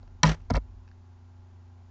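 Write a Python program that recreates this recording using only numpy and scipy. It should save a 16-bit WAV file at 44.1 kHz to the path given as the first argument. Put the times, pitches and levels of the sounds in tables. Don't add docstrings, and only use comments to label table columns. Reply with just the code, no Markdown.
import sys
import numpy as np
from scipy import signal
from scipy.fft import rfft, irfft
from scipy.io import wavfile
from scipy.ndimage import map_coordinates

SR = 44100
rng = np.random.default_rng(int(sys.argv[2]) if len(sys.argv) > 2 else 0)


def field_ratio(decibels):
    return 10 ** (np.asarray(decibels, dtype=float) / 20)


def file_out(sig):
    cols = np.atleast_2d(sig).T
    lim = np.clip(cols, -1, 1)
    pcm = np.round(lim * 32767).astype(np.int16)
    wavfile.write(sys.argv[1], SR, pcm)


N = 83790
TIME_S = np.arange(N) / SR

# start_s [s], crack_db [dB], body_db [dB], room_db [dB]
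KNOCKS = [
    (.2308, -13.5, -13, -2),
    (.2322, -7.5, -12, -12.5),
    (.2390, -30, -16.5, -31.5),
    (.2702, -25.5, -32, -13.5),
    (.2912, -32, -38.5, -12.5),
]
# start_s [s], hinge_db [dB], grip_db [dB], room_db [dB]
TAPS = [
    (.0290, -55, -45, -87),
    (.0760, -65, -52, -70),
    (.5008, -34.5, -15.5, -39.5),
    (0.5051, -25.5, -16, -51),
    (0.5116, -52, -20, -48),
    (.5342, -49, -35.5, -41),
    (.5380, -28, -36.5, -39.5),
    (0.5441, -52, -21.5, -48.5),
    (.5666, -28, -25.5, -34),
    (.5718, -40, -18.5, -30),
]


def band(x, low_hz, high_hz):
    return signal.sosfilt(signal.butter(2, [low_hz, high_hz], "band", fs=SR, output="sos"), x)


def rms_one(x):
    return x / np.sqrt(np.mean(x ** 2) + 1e-20)


def drift(rate_hz):
    knots = rng.standard_normal(64)
    return map_coordinates(knots, [TIME_S * rate_hz], order=3, mode="wrap")


def coloured(points):
    hz, db = np.transpose(points)
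    f = np.arange(N // 2 + 1) * SR / N + 1
    weight = field_ratio(np.interp(np.log(f), np.log(hz), db))
    return rms_one(irfft(rfft(rng.standard_normal(N)) * weight, N))


def ring(clicks, hz, t60_s):
    swell_cycles = 0.98
    w = 2 * np.pi * hz / SR
    r = field_ratio(-60 / (t60_s * SR))
    s = np.exp(-hz / (swell_cycles * SR))
    out = signal.lfilter([0, np.sin(w)], [1, -2 * r * np.cos(w), r * r], clicks + 1e-18)
    return signal.lfilter([2 * np.sin(w) * (1 - s)], [1, -2 * s * np.cos(w), s * s], out)


def struck(contacts, modes, column, grains, lag_s, contact_s):
    spread_db, grain_cut_hz = 3.5, 4600
    hits, out = np.array(contacts), 0
    luck = rng.standard_normal((len(hits), len(modes)))
    when = rng.random((len(hits), len(modes)))
    for k, (hz, db, t60_s) in enumerate(modes):
        clicks = grains * (rng.random(N) < .5) * field_ratio(db) / (1 + (hz / grain_cut_hz) ** 4)
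        at = hits[:, 0] + lag_s * (np.sqrt(1000 / hz) - .4) + contact_s * when[:, k]
        sign = (-1) ** k
        clicks[(at * SR).astype(int)] += field_ratio(hits[:, column] + db + spread_db * luck[:, k]) * sign
        out = out + ring(clicks, hz, t60_s)
    return out / 3


def machine_hum():
    # pitch_hz [Hz], level_db [dB]
    tone_table = [(59.8, -68), (89.9, -50.5), (114.1, -70), (226.3, -75), (248.9, -67), (347.5, -77),
                  (373.3, -76), (397.2, -80), (794.3, -81), (844.2, -77), (961.9, -85), (1028.6, -86),
                  (1390.3, -85), (1588, -88)]
    waver_db, waver_hz = .8, .4
    out = 0
    for hz, db in tone_table:
        level = np.sqrt(2) * field_ratio(db + waver_db * drift(25))
        cycles = np.cumsum(hz + waver_hz * drift(4.2)) / SR
        out = out + level * np.sin(2 * np.pi * cycles + rng.uniform(0, 2 * np.pi))
    return out


def hiss():
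    # pitch_hz [Hz], density_db [dB per Hz]
    hiss_spectrum = [(30, 8.5), (150, -4), (220, 2), (300, -10.5), (900, -9.5), (2500, -21), (7100, -26),
                     (8000, -53)]
    return field_ratio(-63) * coloured(hiss_spectrum)


def fan_air():
    centre_hz, width_hz = 860, 360
    noise = rng.standard_normal(N)
    return field_ratio(-74.5) * rms_one(band(noise, centre_hz - width_hz / 2, centre_hz + width_hz / 2))


def desk_sway():
    sway_hz, level_db, stop_s, fade_db_per_s = 48, -49, .74, 146
    sway = rms_one(band(rng.standard_normal(N), sway_hz * 0.69, sway_hz * 1.4))
    return sway * field_ratio(level_db - fade_db_per_s * np.maximum(TIME_S - stop_s, 0))


def cable_ticks():
    # start_s [s], level_db [dB]
    tick_table = [
        (.0765, -60),
        (.8775, -56),
        (.8870, -58),
        (.9140, -59),
    ]
    # pitch_hz [Hz], level_db [dB], t60_s [s]
    cable_modes = [(890, -1, 0.02), (1660, 14.5, 0.0054), (2030, 4, 0.0067), (2570, 4, 0.013),
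                   (2870, -0.5, .012), (3800, -1, .008), (4680, 3, .008), (5600, 2.5, 0.0068)]
    return struck(tick_table, cable_modes, column=1, grains=np.zeros(N), lag_s=.0006, contact_s=.0003)


def room():
    # pitch_hz [Hz], density_db [dB per Hz]
    tail_spectrum = [(150, -34), (250, -2.5), (1200, -7.5), (1900, -9.5), (4600, -20), (5800, -19),
                     (7600, -29.5), (9000, -50.5)]
    level_db, patchy_db, rise_s = -22.5, 3.5, 0.001
    power = 0
    for contacts, t60_s in ((KNOCKS, .45), (TAPS, .085)):
        for start_s, *_, db in contacts:
            age = np.maximum(TIME_S - start_s, 0)
            power = power + field_ratio(2 * db - 120 * age / t60_s) * (1 - np.exp(-age / rise_s))
    return field_ratio(level_db + patchy_db * drift(150)) * np.sqrt(power) * coloured(tail_spectrum)


def desk():
    # start_s [s], level_db [dB], pitch_hz [Hz], t60_s [s]
    lurch_table = [(0.2323, -11, 157.8, 0.38), (0.236, -22, 212.6, 0.27), (0.2334, -25, 273.8, .12),
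                   (0.2338, -34.5, 353, 0.13), (0.2323, -25.5, 104.8, 0.31), (0.2365, -22, 54, 1.9),
                   (.5020, -17, 217.6, 0.097), (0.5026, -20, 91, 0.26), (0.511, -8, 62.6, 0.049),
                   (.5280, -16.5, 53.1, .5), (0.531, -28.5, 161.2, 0.24), (0.5485, -19, 50.6, 0.76),
                   (0.549, -29.5, 106, .12)]
    rise_cycles, grab_s, grab_fade_s = 1.2, .49, .08
    stilled = np.clip((grab_s - TIME_S) / grab_fade_s, 0, 1)
    out = 0
    for start_s, db, hz, t60_s in lurch_table:
        age = np.maximum(TIME_S - start_s, 0)
        swell = 1 - np.exp(-age * hz / rise_cycles)
        mode = field_ratio(db - 60 * age / t60_s) * swell * np.sin(2 * np.pi * hz * age)
        out = out + mode * (stilled if start_s < grab_s else 1)
    return out


def pickup():
    # pitch_hz [Hz], level_db [dB], t60_s [s]
    hinge_modes = [(3820, 2.5, 0.0053), (4170, 4.5, .007), (4810, 2, 0.011), (5420, -2, 0.0097),
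                   (6400, -6, 0.0099), (6710, -5, 0.0017), (7883, -16, 0.0043)]
    # pitch_hz [Hz], level_db [dB], t60_s [s]
    grip_modes = [(146.6, -2, 0.12), (262, -1, 0.055), (352, -9.5, 0.029), (470, -0.5, 0.025),
                  (585, -0.5, 0.022), (705, -1.5, 0.043), (997, 2.5, 0.019), (1363, -4.5, 0.022),
                  (1760, -10.5, 0.016), (2160, -11.5, 0.023)]
    light = dict(grains=np.zeros(N), lag_s=.0006, contact_s=.0003)
    return struck(TAPS, hinge_modes, column=1, **light) + struck(TAPS, grip_modes, column=2, **light)


def scrape():
    # start_s [s], length_s [s]
    slide_table = [(.236, .03), (.268, .016), (.288, .04), (.500, .016), (.536, .013), (.547, .016),
                   (.567, .016)]
    slide_levels = [-45.5, -29.5, -42, -42, -43, -32, -47.5]
    grains_per_s = 4900
    strength = field_ratio(3.8 * np.minimum(rng.exponential(1, N), 4))
    grains = (rng.random(N) < grains_per_s / SR) * strength * rng.choice([-1, 1], N)
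    swell = 0
    for (start_s, length_s), db in zip(slide_table, slide_levels):
        swell = swell + field_ratio(db - 10) * np.sin(np.pi * np.clip((TIME_S - start_s) / length_s, 0, 1))
    return grains * swell


def knock():
    # pitch_hz [Hz], level_db [dB], t60_s [s]
    crack_modes = [(2280, -4.5, 0.037), (2700, -5, 0.024), (3140, 0.5, 0.014), (3650, -8.5, 0.014),
                   (4030, -1.5, 0.018), (4400, -6.5, .01), (4450, -2.5, 0.024), (5250, -2, 0.0047),
                   (5723, 3.5, .01), (5640, 6, 0.0063), (6970, -7.5, 0.017), (7000, -9, 0.006),
                   (7130, -8, .007)]
    # pitch_hz [Hz], level_db [dB], t60_s [s]
    body_modes = [(540.5, 0, .05), (700, 2, .05), (868, 3, .05), (988.5, 2, 0.076), (1182, -12.5, 0.014),
                  (1232, -1.5, 0.067), (1451.4, -2.5, .03), (1780, -6.5, .02), (1797, 5.5, .025),
                  (1888, 0, 0.031), (2078, -3.5, 0.038)]
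    grains = scrape()
    hard = dict(lag_s=.0022, contact_s=.0012)
    crack = struck(KNOCKS, crack_modes, column=1, grains=grains, **hard)
    body = struck(KNOCKS, body_modes, column=2, grains=grains * field_ratio(-2), **hard)
    return crack + body


def suppressor():
    open_times = [.228, .4995]
    # hold_s [s], closing rate [dB/s], shut_db [dB]
    gate_table = [
        (.088, 427, -23.5),
        (.084, 1197, -13.5),
    ]
    gain_db = np.zeros(N)
    for start_s, (hold_s, rate, shut_db) in zip(open_times, gate_table):
        closing = np.maximum(-rate * np.maximum(TIME_S - start_s - hold_s, 0), shut_db)
        after = TIME_S > start_s
        gain_db[after] = closing[after]
    return field_ratio(gain_db)


def scene():
    background = machine_hum() + hiss() + fan_air() + desk_sway()
    handling = room() + desk() + pickup() + knock()
    return (handling * suppressor() + cable_ticks() + background)[None]


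def roll_off(x):
    return signal.sosfilt(signal.butter(12, 9000, fs=SR, output="sos"), x)


def record(dry):
    overload, cutoff_hz = 1.1, 8300
    rounded = overload * np.tanh(dry / overload)
    mix = signal.sosfilt(signal.butter(16, cutoff_hz, fs=SR, output="sos"), rounded)
    return roll_off(mix)


dry = scene()
out = record(dry)
file_out(out)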